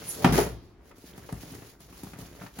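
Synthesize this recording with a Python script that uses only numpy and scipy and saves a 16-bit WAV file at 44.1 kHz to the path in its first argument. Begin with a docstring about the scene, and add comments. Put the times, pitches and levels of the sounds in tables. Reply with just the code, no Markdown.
"""A deflated vinyl paddling pool is swung down onto carpet in a small room, heard close by.
The sheet swishes (shaped noise), slaps down (sagging tones and noise bursts) and collapses with a loud
rustle (dense clicks). Hands slide over it and lift its rim: it hisses and crinkles in streams of clicks
and pops its folds with light knocks. Standing waves and a short noise tail give the room's answer."""
import sys
import numpy as np
from scipy import signal
from scipy.fft import rfft, irfft
from scipy.io import wavfile
from scipy.ndimage import uniform_filter1d

SR = 44100
rng = np.random.default_rng(int(sys.argv[2]) if len(sys.argv) > 2 else 0)


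def persist_wave(psi):
    """Save psi, clipped to +-1, as 16-bit WAV."""
    counts = np.round(np.clip(psi, -1, 1) * 32767).astype(np.int16)
    wavfile.write(sys.argv[1], SR, np.atleast_2d(counts).T)


N = 114660
TIME_S = np.arange(N) / SR


def undb(db):
    """Decibels to amplitude."""
    return 10 ** (np.asarray(db) / 20)


def log_gain(points, size):
    """Natural log of the gain at each frequency bin, from (hz, db) points."""
    hz, db = np.array(points, float).T
    bin_hz = np.fft.rfftfreq(size, 1 / SR)
    return np.log(undb(np.interp(np.log(bin_hz + 1), np.log(hz), db)))


def colour(x, points):
    """Causal minimum-phase filter from (hz, db) points; white noise keeps its power."""
    gain = log_gain(points, size=8192)
    cepstrum = irfft(gain - np.log(np.mean(np.exp(2 * gain))) / 2)
    half = len(cepstrum) // 2
    # fold the cepstrum onto positive time
    cepstrum[1:half] *= 2
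    cepstrum[half + 1:] = 0
    impulse = irfft(np.exp(rfft(cepstrum)))[None, :half]
    return signal.fftconvolve(x, impulse, axes=1)[:, :x.shape[1]]


def widen(pair):
    """Two unrelated signals to left and right: alike in the bass, apart in the treble."""
    # stereo width: hz, side_against_mid_db
    width = [(60, -18), (150, -13.5), (300, -13.5), (640, -5), (1200, -5.5), (3000, -2.5), (6800, -0.5),
             (14000, 0)]
    size = pair.shape[1]
    side_gain = np.exp(log_gain(width, size))
    mid, side = rfft(pair[0]), rfft(pair[1]) * side_gain
    return irfft(np.array([mid + side, mid - side]) / np.sqrt(1 + side_gain ** 2), size)


def noise(size):
    """Stereo white noise."""
    return widen(rng.standard_normal((2, size)))


def grains(rate_per_s, spread_db):
    """Random clicks of uneven size, scaled to unit power."""
    size = undb(spread_db * np.minimum(rng.exponential(size=N), 4))
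    clicks = (rng.random(N) < rate_per_s / SR) * size * rng.standard_normal((2, N))
    return widen(clicks / clicks.std())


def wobble(size):
    """Smooth random curve for each side, with unit spread."""
    x = rng.standard_normal((2, N))
    for _ in range(2):
        x = uniform_filter1d(x, size, axis=1)
    return x / x.std()


def swell(at_s, db, rise_s, fall_s, roundness=1):
    """A movement that speeds up and dies away, by 20 dB over rise and fall."""
    t = TIME_S - at_s
    return undb(db - 20 * np.maximum(-t / rise_s, t / fall_s) ** roundness)


def add(out, at_s, x):
    """Mix x into out from at_s, cut at the end."""
    i = int(at_s * SR)
    out[:, i:i + x.shape[1]] += x[:, :N - i]


def flap(thump_db, thump_hz, smack_db, smack_hz, smack_decay_s, tick_db, cycles, sag):
    """A slack panel swings briefly as its pitch sags; the contact smacks and a crease ticks."""
    # tick spectrum: hz, level_db
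    tick_colour = [(500, -23), (2500, -5), (6000, -4.5), (11000, 4.5), (16000, -12)]
    # smack spectrum about its centre: multiple_of_centre, level_db
    smack_shape = [(.1, -21), (.5, 0.5), (1, 2.5), (1.6, -4.5), (3, -14.5), (7, -26.5), (25, -42)]
    thump_lag_s, smack_attack_s = 0.00063, 0.0015
    tick_attack_s, tick_decay_s = 0.0025, 0.0033

    t = np.arange(SR // 5) / SR
    age = np.maximum(t - thump_lag_s, 0) * thump_hz / cycles  # swing peaks at age 1
    steady, sagging = (1 - sag) * age, sag * np.pi * (1 - np.exp(-age / 2))
    thump = np.sin(2 * np.pi * cycles * (steady + sagging)) * age * np.exp(1 - age)

    smack_env = (1 - np.exp(-t / smack_attack_s)) * np.exp(-t / smack_decay_s)
    smack = colour(noise(len(t)) * smack_env, [(k * smack_hz, db) for k, db in smack_shape])
    tick_env = (1 - np.exp(-t / tick_attack_s)) * np.exp(-t / tick_decay_s)
    tick = colour(noise(len(t)) * tick_env, tick_colour)
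    return undb(thump_db) * thump + undb(smack_db) * smack + undb(tick_db) * tick


def background():
    """Steady shaped noise under everything."""
    # spectrum: hz, level_db
    floor_colour = [(25, -22.5), (40, -7), (60, 3), (100, -13), (240, -16.5), (355, -9.5), (550, -25.5),
                    (1000, -24.5), (3000, -43.5), (7000, -47), (15000, -67)]
    return undb(-56.5) * colour(noise(N), floor_colour)


def crinkling():
    """Soft crumpling as the sheet is flexed, with single buckles that each have their own pitch."""
    # how hard the sheet is flexed: time_s, crinkle_db
    flex = [(0, -48.5), (.2, -54), (0.272, -36), (.39, -32.5), (0.468, -44), (.56, -76), (0.679, -68),
            (.88, -58.5), (1.0, -63), (1.17, -51.5), (1.4, -54.5), (1.55, -50), (1.68, -55.5),
            (1.78, -63.5), (1.96, -55.5), (2.12, -57), (2.23, -51), (2.29, -53), (2.45, -50.5),
            (2.52, -67.5), (2.6, -43.5)]
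    # spectrum: hz, level_db
    crinkle_colour = [(40, -22), (90, 3.5), (170, 3.5), (350, -0.5), (600, -5), (1000, -13), (1900, -12),
                      (3200, -23), (6000, -53.5), (15000, -75)]
    buckles_per_s, base_db, spread_db, decay_cycles = 88, -4.5, 3, 2.3
    lowest_hz, range_octaves, tilt_db_per_octave = 288, 3.76, 2.5

    effort = undb(np.interp(TIME_S, *np.array(flex).T))
    crumple = colour(grains(rate_per_s=600, spread_db=-0.5) * effort, crinkle_colour)

    buckles = np.zeros((2, N))
    t = np.arange(SR // 20) / SR
    for when, chance, pitch, force, side in rng.random(size=(1000, 5)):
        if chance < buckles_per_s * N / SR / 1000:
            octaves = range_octaves * pitch
            cycles = t * lowest_hz * 2 ** octaves
            db = base_db + tilt_db_per_octave * octaves - spread_db * np.log(max(force, .03))
            envelope = np.exp(-cycles / decay_cycles) * (1 - np.exp(-2 * cycles))
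            ring = undb(db) * np.sin(2 * np.pi * cycles) * envelope
            pan = np.sqrt([[2 * side], [2 - 2 * side]])
            add(buckles, when * N / SR, pan * ring)
    return crumple + buckles * effort


def sliding():
    """Vinyl over vinyl or skin: dense tiny slips hiss with each stroke, juddering a little."""
    # strokes: fastest_s, level_db, rise_s, fall_s (20 dB each way)
    strokes = [(.115, -46, 0.33, 0.12), (.24, -44, 0.28, 0.18), (.64, -69, 0.063, 0.14),
               (.895, -59.5, 0.088, 0.028), (0.989, -56.5, 0.052, 0.26), (1.092, -50.5, 0.067, 0.028),
               (1.19, -54.5, 0.069, 0.096), (1.29, -55.5, 0.18, 0.19), (1.42, -52, 0.095, 0.23),
               (1.539, -51.5, 0.29, 0.13), (1.696, -53.5, 0.21, 0.066), (1.814, -54.5, 0.029, 0.091),
               (1.99, -52, 0.16, .09), (2.06, -50.5, 0.086, 0.14), (2.2, -50.5, 0.052, 0.17),
               (2.36, -57.5, 0.22, 0.26), (2.46, -55, 0.17, 0.038), (2.595, -48, 0.085, .08)]
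    # spectrum: hz, level_db
    slide_colour = [(200, -10), (800, -4.5), (2000, 0), (3200, 1), (4500, 2.5), (7000, 2), (8400, -12.5),
                    (10500, 4), (13300, -5), (15500, 1)]
    judder_rms_db = 1.97

    speed = np.sqrt(sum(swell(*stroke, roundness=1.4) ** 2 for stroke in strokes))
    judder = uniform_filter1d(rng.standard_normal(N), size=400)
    judder_gain = undb(judder_rms_db * judder / judder.std())
    slips = grains(rate_per_s=12000, spread_db=-1.5)
    return colour(slips * speed * judder_gain, slide_colour)


def folds():
    """Light knocks that drop in pitch as a fold pops over."""
    # pops: start_s, knock_db, knock_hz, snap_db, snap_hz, tick_db
    fold_pops = [(.018, -37.5, 452, -37.5, 1210, -56), (.912, -58, 300, -45, 1410, -96),
                 (0.981, -45, 356, -57, 813, -46), (1.039, -40.5, 348, -64, 610, -52),
                 (1.177, -38, 224, -39.5, 710, -39.5), (1.289, -42, 316, -32.5, 850, -62),
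                 (1.324, -26.5, 188, -35.5, 720, -33), (1.432, -40, 324, -41, 605, -60),
                 (1.518, -37.5, 244, -47, 704, -40), (1.548, -38.5, 330, -43.5, 1000, -40.5),
                 (1.578, -42.5, 200, -62, 700, -64), (1.62, -40, 338, -44.5, 1230, -59),
                 (1.803, -47.5, 232, -50, 1220, -43.5), (1.947, -52, 300, -51, 750, -62),
                 (1.925, -46, 305, -44, 1030, -52), (2.033, -31, 276, -39, 780, -33),
                 (2.133, -39.5, 263, -38.5, 1390, -47), (2.187, -35, 216, -40.5, 770, -36.5),
                 (2.219, -40, 172, -42, 780, -60), (2.067, -42, 200, -40.5, 750, -51),
                 (2.417, -45.5, 208, -37.5, 1300, -57), (2.434, -35.5, 247, -38, 790, -49),
                 (2.463, -66, 197, -37, 1390, -65), (2.587, -32.5, 230, -31, 1380, -30)]
    out = np.zeros((2, N))
    for at_s, knock_db, knock_hz, snap_db, snap_hz, tick_db in fold_pops:
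        pop = flap(knock_db, knock_hz, snap_db, snap_hz, smack_decay_s=0.0056, tick_db=tick_db,
                   cycles=0.89, sag=.85)
        add(out, at_s, pop)
    return out


def zips_of_grain():
    """Fast slides over the embossed surface give rough, rising whistles."""
    # whistles: peak_s, level_db, centre_hz
    zips = [(0.09, -31, 10550), (0.106, -42, 6540)]
    rise_s, fall_s = 0.026, .06
    glide_hz_per_s, scatter_rms_hz = 22000, 563

    out = np.zeros((2, N))
    for at_s, db, centre_hz in zips:
        glide_hz = glide_hz_per_s * np.clip(TIME_S - at_s, -rise_s, fall_s / 2)
        hz = centre_hz + glide_hz + scatter_rms_hz * wobble(size=12)
        whistle = np.sqrt(2) * np.sin(2 * np.pi * np.cumsum(hz, axis=1) / SR)
        out += whistle * wobble(size=30) * swell(at_s, db, rise_s, fall_s)
    return out


def swish():
    """The falling sheet pushes air aside: a swell of low-weighted noise."""
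    # spectrum: hz, level_db
    swish_colour = [(40, -12), (70, -1), (300, 5), (600, 6), (950, -6.5), (2000, -17.5), (4000, -34.5),
                    (15000, -41)]
    return colour(noise(N) * swell(at_s=0.25, db=-33, rise_s=0.11, fall_s=0.048), swish_colour)


def slaps():
    """The slaps of the landing: panels thump, smack and tick."""
    # blows: start_s, thump_db, thump_hz, smack_db, smack_hz, smack_decay_s, tick_db
    slap_blows = [(.2443, -10, 850, -14, 1900, .006, -28), (.2461, -8, 240, -8, 380, .008, -35),
                  (.262, -17, 190, -23, 480, .008, -52), (.289, -19, 185, -31, 500, .008, -55),
                  (.3228, -15, 200, -25, 600, .006, -27), (.3825, -14, 440, -13, 600, .011, -44),
                  (.463, -33, 200, -33, 500, .012, -50), (.522, -36, 150, -44, 400, .01, -65)]
    out = np.zeros((2, N))
    for at_s, *blow in slap_blows:
        add(out, at_s, flap(*blow, cycles=0.73, sag=0.31))
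    return out


def collapse():
    """Trapped air rushes out from under the sheet, then its creases crush together."""
    # spectra: hz, level_db
    air_colour = [(25, -21), (45, 13), (64, 3), (100, 6.5), (180, -1), (260, 0), (450, -8.5), (900, -14.5),
                  (2000, -23), (5000, -23), (15000, -73)]
    rustle_colour = [(100, -8), (350, 13.5), (800, -1), (1200, 2), (1900, 0), (3000, -6), (4500, -6.5),
                     (7000, -4), (8400, -23.5), (10200, 0), (13000, -11), (15500, -7)]
    rustle_start_s = .3235

    air = noise(N) * swell(at_s=0.27, db=-27, rise_s=0.035, fall_s=0.27)
    crush = swell(at_s=0.38, db=-25, rise_s=0.22, fall_s=0.086) * (TIME_S > rustle_start_s)
    creases = grains(rate_per_s=2000, spread_db=1) * crush
    return colour(air, air_colour) + colour(creases, rustle_colour)


def room(x):
    """A short diffuse tail of fading noise, and a few standing waves that ring on."""
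    # resonances: pitch_hz, relative_db, t60_s
    room_modes = [(59.85, -5, 0.7), (126.6, -13.5, 0.29), (170.4, -13.5, 0.37), (191.1, -12, 0.33),
                  (245, -29.5, 0.27), (352, -20, 0.91), (451, -14, .45), (657, -17, 0.46), (868, -6.5, 0.2)]
    tail_db, delay_s, split_hz, t60_low_s, t60_high_s = -3, 0.0046, 520, 0.23, 0.25

    t = np.arange(SR) / SR

    def fade(t60_s):
        """Exponential decay by 60 dB over t60_s."""
        return np.exp(-np.log(1000) * t / t60_s)

    wash = noise(len(t))
    low = signal.sosfilt(signal.butter(2, split_hz, fs=SR, output="sos"), wash)
    tail = (low * fade(t60_low_s) + (wash - low) * fade(t60_high_s)) * (t > delay_s)
    tail *= undb(tail_db) / np.sqrt(np.sum(tail ** 2) / 2)  # tail_db sets the energy per side

    modes = sum(undb(db) * fade(t60_s) * np.cos(2 * np.pi * hz * t) for hz, db, t60_s in room_modes)
    modes = modes * 2 * np.pi * 20 / SR
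    return signal.fftconvolve(x, tail + modes, axes=1)[:, :N]


def balance(x):
    """Lean each band to the left or the right."""
    # lean: hz, left_gain_db (the right loses as much)
    lean = [(100, 1.3), (200, 0), (380, -0.4), (680, 1.7), (1300, 0), (2400, 0.4), (4400, -1.35), (9000, 0)]
    gain = np.exp(log_gain(lean, N) * np.array([[1], [-1]]))
    return irfft(rfft(x) * gain, N)


def scene():
    """Landing and handling, direct and through the room, over the background."""
    handling_room_db = -2  # the hands are nearer than the floor
    handling = crinkling() + sliding() + folds()
    landing = zips_of_grain() + swish() + slaps() + collapse()
    sheet = landing + handling + room(landing + undb(handling_room_db) * handling)
    return balance(sheet) + background()


def record(dry):
    """Steep low-pass: the top is cut."""
    top_hz = 16100
    return signal.sosfilt(signal.ellip(10, .2, 80, top_hz, fs=SR, output="sos"), dry)


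dry = scene()
out = record(dry)
persist_wave(out)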